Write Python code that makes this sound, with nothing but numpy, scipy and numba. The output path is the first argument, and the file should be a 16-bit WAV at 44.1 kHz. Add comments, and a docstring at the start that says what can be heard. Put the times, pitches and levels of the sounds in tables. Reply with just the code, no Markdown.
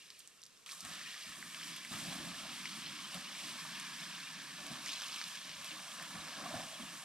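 """Steam bursts from campfire embers splashed with water: pockets thump and gurgle, droplets sizzle and spit.
Each layer is a shower of short rings whose loudness follows the slops of water and the steam off the coals.
Large pockets and bubbles ring singly; charcoal cracks are dry snaps with a treble fizz and crumbs behind.
Soft ground adds one close echo, and faint air lies behind it all, heard at two microphones."""
import sys
import numpy as np
from numba import njit
from scipy import signal
from scipy.fft import rfft, irfft
from scipy.io import wavfile
from scipy.ndimage import uniform_filter1d

SR = 44100
rng = np.random.default_rng(int(sys.argv[2]) if len(sys.argv) > 2 else 0)


def waveform_to_disk(signal):
    """Save audio, clipped to [-1, 1], as 16-bit WAV at the path in sys.argv[1]."""
    frames = np.transpose(np.atleast_2d(signal))
    scaled = np.clip(frames, -1, 1) * 32767
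    samples = np.round(scaled).astype(np.int16)
    wavfile.write(sys.argv[1], SR, samples)


N = 310464
HZ = np.fft.rfftfreq(N, 1 / SR)
SECONDS = np.arange(N) / SR


def undb(db):
    """Turn decibels into a plain amplitude factor."""
    return 10 ** (np.asarray(db) / 20)


def unit(x):
    """Scale to an average (rms) level of 1."""
    return x / np.sqrt(np.mean(x ** 2))


def gain_at(points, hz):
    """Gain at the given frequencies, drawn between (Hz, dB) points."""
    knots, db = np.transpose(points)
    return undb(np.interp(np.log(hz + 1), np.log(knots), db))


def curves(rows):
    """Turn each column after the time into a line over the whole scene."""
    when, *columns = np.transpose(rows)
    return [np.interp(SECONDS, when, column) for column in columns]


def walk(rate):
    """A slowly wandering level: random steps of 1 / rate seconds, smoothed twice, with spread 1."""
    hold = int(SR / rate)
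    steps = np.repeat(rng.standard_normal(N // hold + 1), hold)
    smooth = uniform_filter1d(uniform_filter1d(steps, hold), hold)
    return unit(smooth[:N])


@njit(fastmath=True)
def rings(start, turn, fade, left, right):
    """Each ring swells, then dies at its own pitch; turn (radians) and fade act once per sample."""
    out = np.zeros((2, N))
    for k in range(len(start)):
        c, s = np.exp(-fade[k]) * np.cos(turn[k]), np.exp(-fade[k]) * np.sin(turn[k])
        re, im = np.e * fade[k], 0.  # makes the envelope peak at 1
        for i in range(1, min(int(6.5 / fade[k]), N - start[k])):
            re, im = re * c - im * s, re * s + im * c
            out[0, start[k] + i] += i * (re * left[1, k] + im * left[0, k])
            out[1, start[k] + i] += i * (re * right[1, k] + im * right[0, k])
    return out


def real_and_imaginary(z):
    """Split complex start values into two rows."""
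    return np.array([np.real(z), np.imag(z)])


def ring(s, hz, cycles, left, right):
    """Rings at times s that last a few cycles; left and right are complex: size and starting phase."""
    start = (s * SR).astype(np.int64)
    turn = 2 * np.pi * hz / SR
    fade = np.e * hz / SR / cycles
    return rings(start, turn, fade, real_and_imaginary(left), real_and_imaginary(right))


SPURTS_PER_S, SPURT_S = 28, 0.024  # average count per second, fade time in seconds


def spurts():
    """A level that jumps as each droplet flashes to steam, then fades quickly; mean 0, spread 1."""
    kicks = (rng.random(N) < SPURTS_PER_S / SR) * rng.exponential(size=N)
    level = signal.lfilter([1], [1, -np.exp(-1 / (SPURT_S * SR))], kicks)
    return unit(level - level.mean())


SLOP_RISE_S, SLOP_FALL_DB_S = 0.0214, 186  # swell in seconds, then decay in dB per second


def swells(rows):
    """Loudness over time of each dB column: every row swells, holds and dies away, and powers add."""
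    power = np.zeros((len(rows[0][2:]), N))
    for s, hold_s, *db in rows:
        at = slice(int(s * SR), int((s + hold_s + 60 / SLOP_FALL_DB_S) * SR))
        since = SECONDS[at] - s
        swell = np.sin(np.pi / 2 * np.clip(since / SLOP_RISE_S, 0, 1)) ** 2
        shape = swell * undb(-SLOP_FALL_DB_S * np.maximum(since - SLOP_RISE_S - hold_s, 0))
        power[:, at] += (undb(db)[:, None] * shape) ** 2
    return np.sqrt(power)


# Tables named .._BURST hold one row: bursts per second, length in cycles, scatter of size in dB,
# flicker in dB, spread of phase between the two microphones in radians.
# Tables named .._COLOUR shape the pitch mix. Each row: frequency in Hz, relative level in dB per Hz.
BED_S = 1.8e-5  # spread of arrival lag between the microphones over the width of the bed, in seconds


def bursts(colour, burst, surge, pitch_factor=((0, 1), (1, 1))):
    """A shower of steam bursts of very unequal size, each from its own spot, pitched all over one colour."""
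    rate, cycles, scatter_db, flicker_db, spread = burst
    count = int(rate * N / SR)
    chance, pitch, luck, phase = rng.random((count, 4)).T
    place = rng.standard_normal(count)
    when = chance * N / SR
    lowest, highest = colour[0][0], colour[-1][0]
    hz = lowest * (highest / lowest) ** pitch
    # high bursts are shorter and spread over more hertz, so they start larger
    size = hz * gain_at(colour, hz)
    size = size * undb(-scatter_db * np.log(np.maximum(luck, .002)))  # a few are far larger
    size = size * np.exp(2j * np.pi * phase)
    hz = hz * np.interp(when, *np.transpose(pitch_factor))
    # half of the phase difference goes to each side
    turn = np.exp(.5j * place * np.hypot(spread, 2 * np.pi * hz * BED_S))
    shower = ring(when, hz, cycles, size * turn, size / turn)
    # each layer flickers alone and also spurts with the others
    return unit(shower * undb(flicker_db * (0.89 * walk(25) + 0.33 * surge)))


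# Slops of water reaching the hot bed. Each row: start in seconds, hold in seconds,
# then the levels of thump, gurgle and deep layer in dB.
SLOPS = [(0.82, 0.075, -59, -64, -68), (0.94, 0.038, -64, -67.5, -84), (1.261, 0.014, -60, -76, -69),
         (1.36, 0.022, -60.5, -86, -78), (1.425, 0.027, -64, -85, -80), (1.66, 0.04, -62, -87, -87),
         (1.853, .02, -62, -82, -84), (1.9, 0.099, -51, -60, -64), (2.041, 0.073, -50.5, -58.5, -65),
         (2.14, 0.12, -52.5, -60, -71), (2.29, 0.15, -58, -64.5, -69), (2.42, 0.09, -56.5, -63, -86),
         (2.73, 0.13, -57.5, -71, -90), (2.902, 0.1, -76, -83, -89), (3.128, 0.016, -50, -56.5, -66),
         (3.411, 0.041, -59, -75, -78), (3.712, 0.027, -58.5, -72, -82), (4.054, 0.088, -61.5, -70, -92),
         (4.162, 0.019, -69, -81, -88), (4.333, 0.071, -61.5, -74, -90), (4.571, 0.1, -57, -62.5, -76),
         (4.691, 0.046, -52.5, -60, -71), (4.79, 0.059, -60.5, -68.5, -86), (5.43, 0.045, -64, -68, -75),
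         (5.55, .02, -72, -70, -69), (5.7, 0.063, -68, -79, -79), (5.975, 0.036, -62, -59.5, -80),
         (6.135, 0.014, -53, -55.5, -59), (6.355, 0.075, -53.5, -59, -74), (6.425, 0.16, -57, -56.5, -77),
         (6.515, 0.022, -51, -50.5, -59), (6.566, 0.05, -56.5, -65, -76), (6.78, 0.033, -54, -61.5, -66),
         (6.867, 0.086, -61.5, -71, -84)]
# Steam off the coals: dying away, first water, steady boil, a bigger pour, ebb.
# Each row: time in seconds, then the levels of gush, sizzle and spit in dB.
STEAM = [(0, -72, -60.5, -63.5), (.2, -76.5, -61.5, -65), (.3, -76, -67, -67), (.66, -76, -67.5, -69),
         (0.6635, -54, -48, -64), (.672, -64, -53.5, -57), (.72, -60, -51, -51), (.77, -63, -56.5, -55.5),
         (.84, -60, -52, -57), (.87, -54, -50, -53), (1.1, -61.5, -49, -55.5), (1.46, -59.5, -54, -55),
         (1.69, -57.5, -47.5, -52.5), (1.89, -62, -52, -56.5), (1.93, -52, -46.5, -48.5),
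         (2.07, -57, -47.5, -50.5), (2.2, -57, -48.5, -53), (2.8, -56, -48, -54), (3.3, -58, -49.5, -54.5),
         (3.43, -56, -47.5, -51.5), (3.76, -56, -48, -54.5), (4.15, -57.5, -48.5, -55),
         (4.57, -58.5, -50.5, -57), (4.82, -56, -48.5, -53.5), (4.89, -56.5, -43, -50),
         (4.95, -56, -47.5, -53), (5.26, -56.5, -48, -53), (5.43, -60.5, -50.5, -56),
         (5.66, -57, -48.5, -52.5), (5.84, -57, -50.5, -53.5), (6.5, -54, -49, -56),
         (6.7, -58, -50.5, -53.5), (7.04, -57.5, -53, -55.5)]


def embers():
    """Layers of boiling follow the steam and swell with each slop, over the smoulder of damp coals."""
    slops = swells(SLOPS)
    steam = [undb(db) for db in curves(STEAM)]
    surge = spurts()
    boil = thumps_and_gurgles(slops, surge) + steam_off_coals(slops, steam, surge)
    boil = boil + seething(surge) + spattering()
    return boil + deep_thuds(slops, steam, surge) + smoulder(surge)


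THUMP_COLOUR = [(110, -76), (135, -6), (160, 3.5), (210, 0.5), (300, -3), (400, -17)]
GURGLE_COLOUR = [(500, -3.5), (630, 3), (720, 1), (810, 0), (920, -10)]
THUMP_BURST = (900, 6.04, 1.16, 0.22, 0.45)
GURGLE_BURST = (500, 8.5, 1.5, 0.85, 0.37)
# Low simmer between slops. Each row: time in seconds, thump level in dB, gurgle level in dB.
SIMMER = [(0, -84, -89), (.64, -82, -86), (.7, -75, -76), (1.06, -68.5, -72), (1.25, -72, -72),
          (1.5, -65, -73), (2.5, -62.5, -68), (3.7, -61, -69.5), (5.2, -66, -68), (5.9, -66, -67),
          (6.1, -62, -61), (7.04, -68, -66)]
SIMMER_SWAY_DB = 2.4  # spread of its slow sway


def thumps_and_gurgles(slops, surge):
    """Steam pockets under the coals burst in low rings, with each slop and in a swaying simmer."""
    thump_db, gurgle_db = curves(SIMMER)
    thump = np.hypot(slops[0], undb(thump_db + SIMMER_SWAY_DB * walk(8.1)))
    gurgle = np.hypot(slops[1], undb(gurgle_db + SIMMER_SWAY_DB * walk(8.1)))
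    low = bursts(THUMP_COLOUR, THUMP_BURST, surge) * thump
    return low + bursts(GURGLE_COLOUR, GURGLE_BURST, surge) * gurgle


GUSH_COLOUR = [(900, -7), (1100, -1), (1250, -4.5), (1400, -7), (1550, -8)]
SIZZLE_COLOUR = [(2000, -5), (2800, -5), (3600, -3), (4300, -8), (5300, -5), (6600, -14)]
SPIT_COLOUR = [(6000, -10), (8000, -4), (9500, -9), (11000, -12.5), (13000, -17.5), (14500, -27)]
GUSH_BURST = (1500, 8.6, 0.59, 0.57, 0.45)
SIZZLE_BURST = (8000, 3.07, 0.35, 0.63, 0.13)
SPIT_BURST = (18000, 1.88, 1.64, 0.92, 0.24)
# What a slop adds, in dB: gush against its gurgle, then sizzle and spit against its thump.
FLASH_DB = (-0.5, -4, -9)
# Smaller droplets sizzle higher. Each row: time in seconds, pitch factor of the sizzle.
FINENESS = [(0, 1.07), (.75, 1.15), (.95, 1), (1.5, 0.98), (3, .97), (4.7, 1), (4.87, 1.1), (5.3, 1.06),
            (5.6, 1.025), (7.04, 1)]
# Pitch of gush and seethe sinks as the bed floods. 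Each row: time in seconds, pitch factor.
FLOOD_PITCH = [(1.2, 1.07), (2.2, 1.01)]
# Boiling blobs that whistle for a moment inside the sizzle.
BLOB_COLOUR = [(2100, -3.5), (2800, 2.5), (3350, 0.5), (4400, -9), (5400, -7)]
BLOB_BURST = (250, 39, 3, 3, .2)
BLOB_DB = -8.5  # against the sizzle


def steam_off_coals(slops, steam, surge):
    """Droplets flash to steam on top: short rings from a middling gush to treble spit, and longer blobs."""
    flash_db = FLASH_DB
    gush = np.hypot(steam[0], slops[1] * undb(flash_db[0]))
    sizzle = np.hypot(steam[1], slops[0] * undb(flash_db[1]))
    spit = np.hypot(steam[2], slops[0] * undb(flash_db[2]))
    out = bursts(GUSH_COLOUR, GUSH_BURST, surge, FLOOD_PITCH) * gush
    out = out + bursts(SIZZLE_COLOUR, SIZZLE_BURST, surge, FINENESS) * sizzle
    out = out + bursts(BLOB_COLOUR, BLOB_BURST, surge) * sizzle * undb(BLOB_DB)
    return out + bursts(SPIT_COLOUR, SPIT_BURST, surge) * spit


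SEETHE_COLOUR = [(1450, -8), (1630, 0.5), (1750, 1), (1900, -11.5), (2250, -13)]
SEETHE_BURST = (1500, 15.2, .8, 0.36, 0.14)
# Each row: time in seconds, level in dB.
SEETHE_LEVEL = [(0.0, -71.5), (0.63, -83), (0.68, -63.5), (0.82, -72), (0.86, -56.5), (1.15, -55),
                (1.22, -59), (1.9, -60), (1.92, -57), (3.37, -60), (3.71, -54.5), (5.94, -60), (6.0, -55),
                (6.06, -57), (6.63, -54.5), (6.67, -60), (7.0, -59), (7.04, -58)]


def seething(surge):
    """Seething water is a narrow band of longer rings whose pitch sinks."""
    level_db, = curves(SEETHE_LEVEL)
    return bursts(SEETHE_COLOUR, SEETHE_BURST, surge, FLOOD_PITCH) * undb(level_db)


SPATTER_COLOUR = [(2200, -3.5), (3200, 1), (4200, -9), (5200, -0.5), (6000, -10)]
SPATTER_BURST = (1300, 7.9, 3.4, 2.3, 0.14)
# Each row: start in seconds, hold in seconds, level in dB.
SPATTERS = [(.695, .04, -64), (1.09, 0.017, -59), (2.85, 0.032, -50), (3.69, 0.07, -53),
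            (4.86, 0.08, -50.5), (4.98, 0.077, -51), (5.11, 0.13, -53), (5.34, 0.025, -51),
            (5.48, 0.024, -51)]


def spattering():
    """Brief spells of spattering droplets, with spurts of their own."""
    return bursts(SPATTER_COLOUR, SPATTER_BURST, spurts()) * swells(SPATTERS)


DEEP_COLOUR = [(35, -23), (55, -3), (90, -3), (125, 4.5)]
DEEP_BURST = (200, 1.7, 1.4, 1.2, 0.44)
DEEP_DB = -50  # level between slops, against the gush of the steam


def deep_thuds(slops, steam, surge):
    """The lowest bursts swell with each slop and stay very faint between."""
    return bursts(DEEP_COLOUR, DEEP_BURST, surge) * np.hypot(slops[2], steam[0] * undb(DEEP_DB))


# Each row: pitch in Hz, length in cycles, level in dB against the thump or gurgle of the slop.
POCKET = [(197, 4.9, 0.5), (738, 8.4, 1)]
POCKET_SCATTER = 0.18  # largest random shift up or down, as a share of the pitch


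def pockets():
    """Each slop lets out one big pocket of steam that rings low and high at once."""
    s, hold_s, *levels = np.transpose(SLOPS)
    late, *chances = rng.random((len(s), 3)).T
    when = s + late * SLOP_RISE_S
    out = 0
    for (hz, cycles, db), level_db, chance in zip(POCKET, levels, chances):
        size = undb(level_db + db)
        pitch_hz = hz * (1 + POCKET_SCATTER * (2 * chance - 1))
        out = out + ring(when, pitch_hz, cycles, size, size)
    return out


# The largest bubbles. Each row: start in seconds, peak level in dB, pitch in Hz, length in cycles.
BUBBLES = [(0.729, -48, 1135, 5.8), (5.71, -57, 312, 18), (6.4575, -40.5, 715, 5.1),
           (6.459, -41, 1110, 9.5), (6.473, -46, 720, 6.8), (6.507, -44, 636, 8), (6.5405, -36, 670, 4.4),
           (6.542, -42, 235, 1.8), (6.555, -44.5, 110, 1.6), (6.562, -48, 720, 13), (6.6, -47.5, 663, 9),
           (6.8, -46, 231, 6)]


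def bubbles():
    """Single large bubbles of the gurgle, each a short rounded tone."""
    s, db, hz, cycles = np.transpose(BUBBLES)
    return ring(s, hz, cycles, undb(db), undb(db))


# Cracks of charcoal. Each row: start in seconds, peak level in dB, pitch in Hz, length in cycles,
# level of each treble fizz grain in dB, left minus right in dB.
CRACKS = [(0.1035, -34.5, 4460, 2, -54, -1.0), (0.191, -46, 8500, 1.2, -47, -2.0),
          (0.2044, -40, 4200, 1.3, -56, -1.0), (0.2754, -35.5, 7500, 1.9, -59, -3.0),
          (0.418, -46, 5690, 5.3, -56, -1.0), (0.43, -44, 4000, 5, -64, -1.0),
          (0.4368, -36.5, 6000, 1.7, -56, -1), (0.4544, -46, 5700, 2.3, -62, -1.0),
          (0.464, -39, 5000, 1.6, -56, -1.0), (0.5743, -52, 5440, 4, -71, -1.0),
          (0.662, -41, 3260, 2.7, -51, -1.5), (0.691, -40, 2400, 2.7, -59, -1),
          (0.699, -39, 4120, 2.2, -59, -1.0), (0.7125, -34, 4330, 4, -52, -0.5),
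          (0.7192, -34, 5200, 3, -45, -1.0), (0.721, -39, 4500, 4, -56, -1),
          (0.7285, -42, 2500, 1.2, -57, 0), (0.8064, -30, 5430, 2.4, -43, 0),
          (0.8506, -31.5, 7900, 3.6, -54, -1.5), (0.8503, -38, 2900, 1.3, -60, 2),
          (0.935, -34.5, 3740, 1.3, -56, -3), (1.0125, -43, 1860, 5.4, -58, 4),
          (1.1417, -43, 1810, 4.7, -60, -0.5), (1.2933, -42, 3680, 1.5, -47, 0.0),
          (1.4267, -37.5, 1970, 4.1, -65, -0.5), (1.5462, -33, 3000, 3.9, -52, -0.5),
          (1.5464, -37, 5000, 2.5, -60, 4), (1.598, -40, 3350, 5.5, -62, 0), (1.63, -37, 2900, 3, -60, 0),
          (1.635, -35.5, 5200, 3, -60, 0), (1.697, -38, 2800, 1.5, -56, 0),
          (1.6122, -37.5, 1800, 2.5, -58, 3), (1.679, -37, 3120, 2, -51, 1),
          (1.763, -35, 2920, 1.6, -43, -1), (1.8488, -36, 2180, 3.5, -47, -1.0),
          (1.921, -40, 3640, 1.5, -55, -1.0), (1.9392, -32, 1620, 0.72, -51, 2),
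          (2.6561, -33, 2070, 4.3, -59, 1), (2.6565, -37, 5400, 5, -62, 1), (2.656, -40, 3220, 2, -62, 1),
          (3.0234, -39, 6300, 2.8, -58, -0.5), (3.1448, -31.5, 3500, 1.5, -42.5, 0),
          (3.4764, -38, 2670, 1.2, -58, -0.5), (3.65, -42, 1060, 3.8, -64, -3),
          (3.7544, -33, 2780, 1.4, -51, -2), (3.7978, -36, 3280, 2, -40, -1.0),
          (4.6653, -38, 2870, 1.3, -41.5, -1.5), (4.861, -29, 5500, 2.4, -56, 1),
          (4.865, -32, 2000, 1.5, -56, 0.0), (4.8834, -36, 3560, 1.8, -56, -0.5),
          (4.892, -33, 3540, 1.7, -52, -0.5), (4.9318, -29.5, 4300, 2, -52, 0.0),
          (4.876, -39, 3000, 1.6, -56, 0), (4.921, -29, 4800, 2, -61, 0), (4.9615, -41, 3200, 2, -58, 0),
          (4.97, -35, 3900, 1.7, -58, 0), (5.0105, -35, 3300, 1.7, -58, 0), (5.061, -34, 3300, 2.3, -58, 0),
          (5.083, -36, 5440, 1.8, -51, 0), (5.1443, -29.5, 4700, 2, -56, 0), (5.129, -31, 4500, 2, -58, 0),
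          (5.193, -35, 4800, 2, -58, 0), (5.265, -38, 3520, 2.5, -58, 0), (5.373, -39, 2580, 2.8, -60, 2),
          (5.516, -37, 3500, 1.8, -56, 0), (5, -32, 5340, 1.3, -56, -1.0), (5.02, -27, 4800, 1.6, -57, -1),
          (5.0198, -39, 1600, 1.6, -60, 0), (5.036, -30, 3330, 2.8, -56, 0),
          (5.1213, -32, 5200, 2.3, -62, -2), (5.1412, -33, 3270, 2.2, -55, 2),
          (5.1602, -32, 3120, 3.2, -44, 1), (5.2146, -32, 1910, 2.1, -57, -1.5),
          (5.2147, -28.5, 4870, 2.8, -61, -1.0), (5.2401, -27.5, 4380, 2.6, -55, -0.5),
          (5.28, -46, 3260, 1.5, -50, -12), (5.3555, -32.5, 4200, 2.5, -48, -0.5),
          (5.4939, -29.5, 3580, 1, -59, 2), (5.6445, -35, 3360, 1.3, -41, -2),
          (5.9972, -36.5, 1670, 3.1, -61, 2), (6.107, -43, 1210, 2.4, -49, 0),
          (6.0247, -38, 1710, 1.5, -46, -0.5)]
TICK_HZ, TICK_CYCLES, FIZZ_S = 9300, 2.13, 0.0037  # fizz: middle pitch, grain length, spread in seconds
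CRUMBLE_DB, CRUMBLE_S = -16, 0.005  # falling crumbs: level against the snap, spread in seconds


def cracks():
    """Each crack is a dry snap of a few cycles at its own pitch, trailed by grains of fizz and crumbs."""
    s, db, hz, cycles, fizz_db, pan_db = np.transpose(CRACKS)
    side = undb(pan_db / 2)
    out = ring(s, hz, np.maximum(cycles, .5), undb(db) * side, undb(db) / side)
    fizz = fizz_db, TICK_HZ, FIZZ_S
    crumbs = db + CRUMBLE_DB, hz, CRUMBLE_S
    for tail_db, tail_hz, tail_s in (fizz, crumbs):
        late, pitch, phase = rng.random((len(s), 24, 3)).T  # 24 grains each
        # most grains crowd right behind the snap, a few straggle
        when = s - tail_s * np.log(1 - late) * late
        size = undb(tail_db) * np.exp(2j * np.pi * phase)
        pitch_hz = tail_hz * (.7 + .6 * pitch)
        left, right = (size * side).ravel(), (size / side).ravel()
        out = out + ring(when.ravel(), pitch_hz.ravel(), TICK_CYCLES, left, right)
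    return out


SMOULDER_COLOUR = [(180, -39), (300, -16), (434, 6.5), (787, -2.5), (1760, 3), (4400, -3), (5510, 4),
                   (14000, -18)]
SMOULDER_BURST = (13000, 6.4, 2.7, 0.19, 1.5)
SMOULDER_DB = -70


def smoulder(surge):
    """Damp coals smoulder: a faint wash of bursts at one steady average level."""
    inner_colour = SMOULDER_COLOUR[1:-1]  # the outermost two rows stay silent
    return undb(SMOULDER_DB) * bursts(inner_colour, SMOULDER_BURST, surge)


# Echo: lag in seconds, phase turn in radians, strength in dB, frequency in Hz where it dulls.
GROUND_S, GROUND_TURN, GROUND_DB, GROUND_HZ = 0.00197, 3.3, -23, 6000


def ground(fire):
    """Soft ground sends back one dull, phase-turned echo, so close that it combs the spectrum."""
    strength = undb(GROUND_DB) / (1 + (HZ / GROUND_HZ) ** 2)
    echo = strength * np.exp(1j * (GROUND_TURN - 2 * np.pi * HZ * GROUND_S))
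    return irfft(rfft(fire) * (1 + echo), N)


# Colour of the air. Each row: frequency in Hz, relative level in dB per Hz.
AIR = [(30, -4), (60, -9), (150, 5), (500, -3.5), (2000, -50), (6000, -6.5), (14000, -21)]
AIR_DB = -72.5


def air():
    """Faint outdoor air: coloured noise, unrelated in the two microphones."""
    noise = rng.standard_normal((2, N))
    return undb(AIR_DB) * unit(irfft(rfft(noise) * gain_at(AIR, HZ), N))


def scene():
    """The fire with its ground echo, over the air."""
    return ground(embers() + pockets() + bubbles() + cracks()) + air()


# Treble roll-off of both microphones. Each row: frequency in Hz, gain in dB.
MIC = [(13000, -1), (14200, -3.5), (14900, -18), (15700, -29)]
# Each row: frequency in Hz, left minus right in dB.
LEFT_MINUS_RIGHT = [(60, 3), (110, -1.5), (200, 0), (380, -2.5), (700, -0.5), (1290, -1), (2380, 1),
                    (4400, -1), (8120, -2), (15000, -2.5)]
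# Each row: frequency in Hz, phase lead of the left over the right in radians.
LEFT_LEADS = [(0, 0.58), (1400, -0.3), (3000, -0.78), (5200, -0.74), (7200, -1.78), (8600, 0.64),
              (10400, -1.77), (14000, -1.3)]
TOP_HZ = 15700  # steep cut above this


def record(dry):
    """The microphones' body shades and phase-shifts one side against the other; the top is cut steeply."""
    lead = np.interp(HZ, *np.transpose(LEFT_LEADS))
    # the square root gives each side half of the difference
    tilt = np.sqrt(gain_at(LEFT_MINUS_RIGHT, HZ) * np.exp(1j * lead))
    sides = gain_at(MIC, HZ) * np.array([tilt, 1 / tilt])
    heard = irfft(rfft(dry) * sides, N)
    return signal.sosfilt(signal.ellip(8, .2, 70, TOP_HZ, fs=SR, output="sos"), heard)


dry = scene()
out = record(dry)
waveform_to_disk(out)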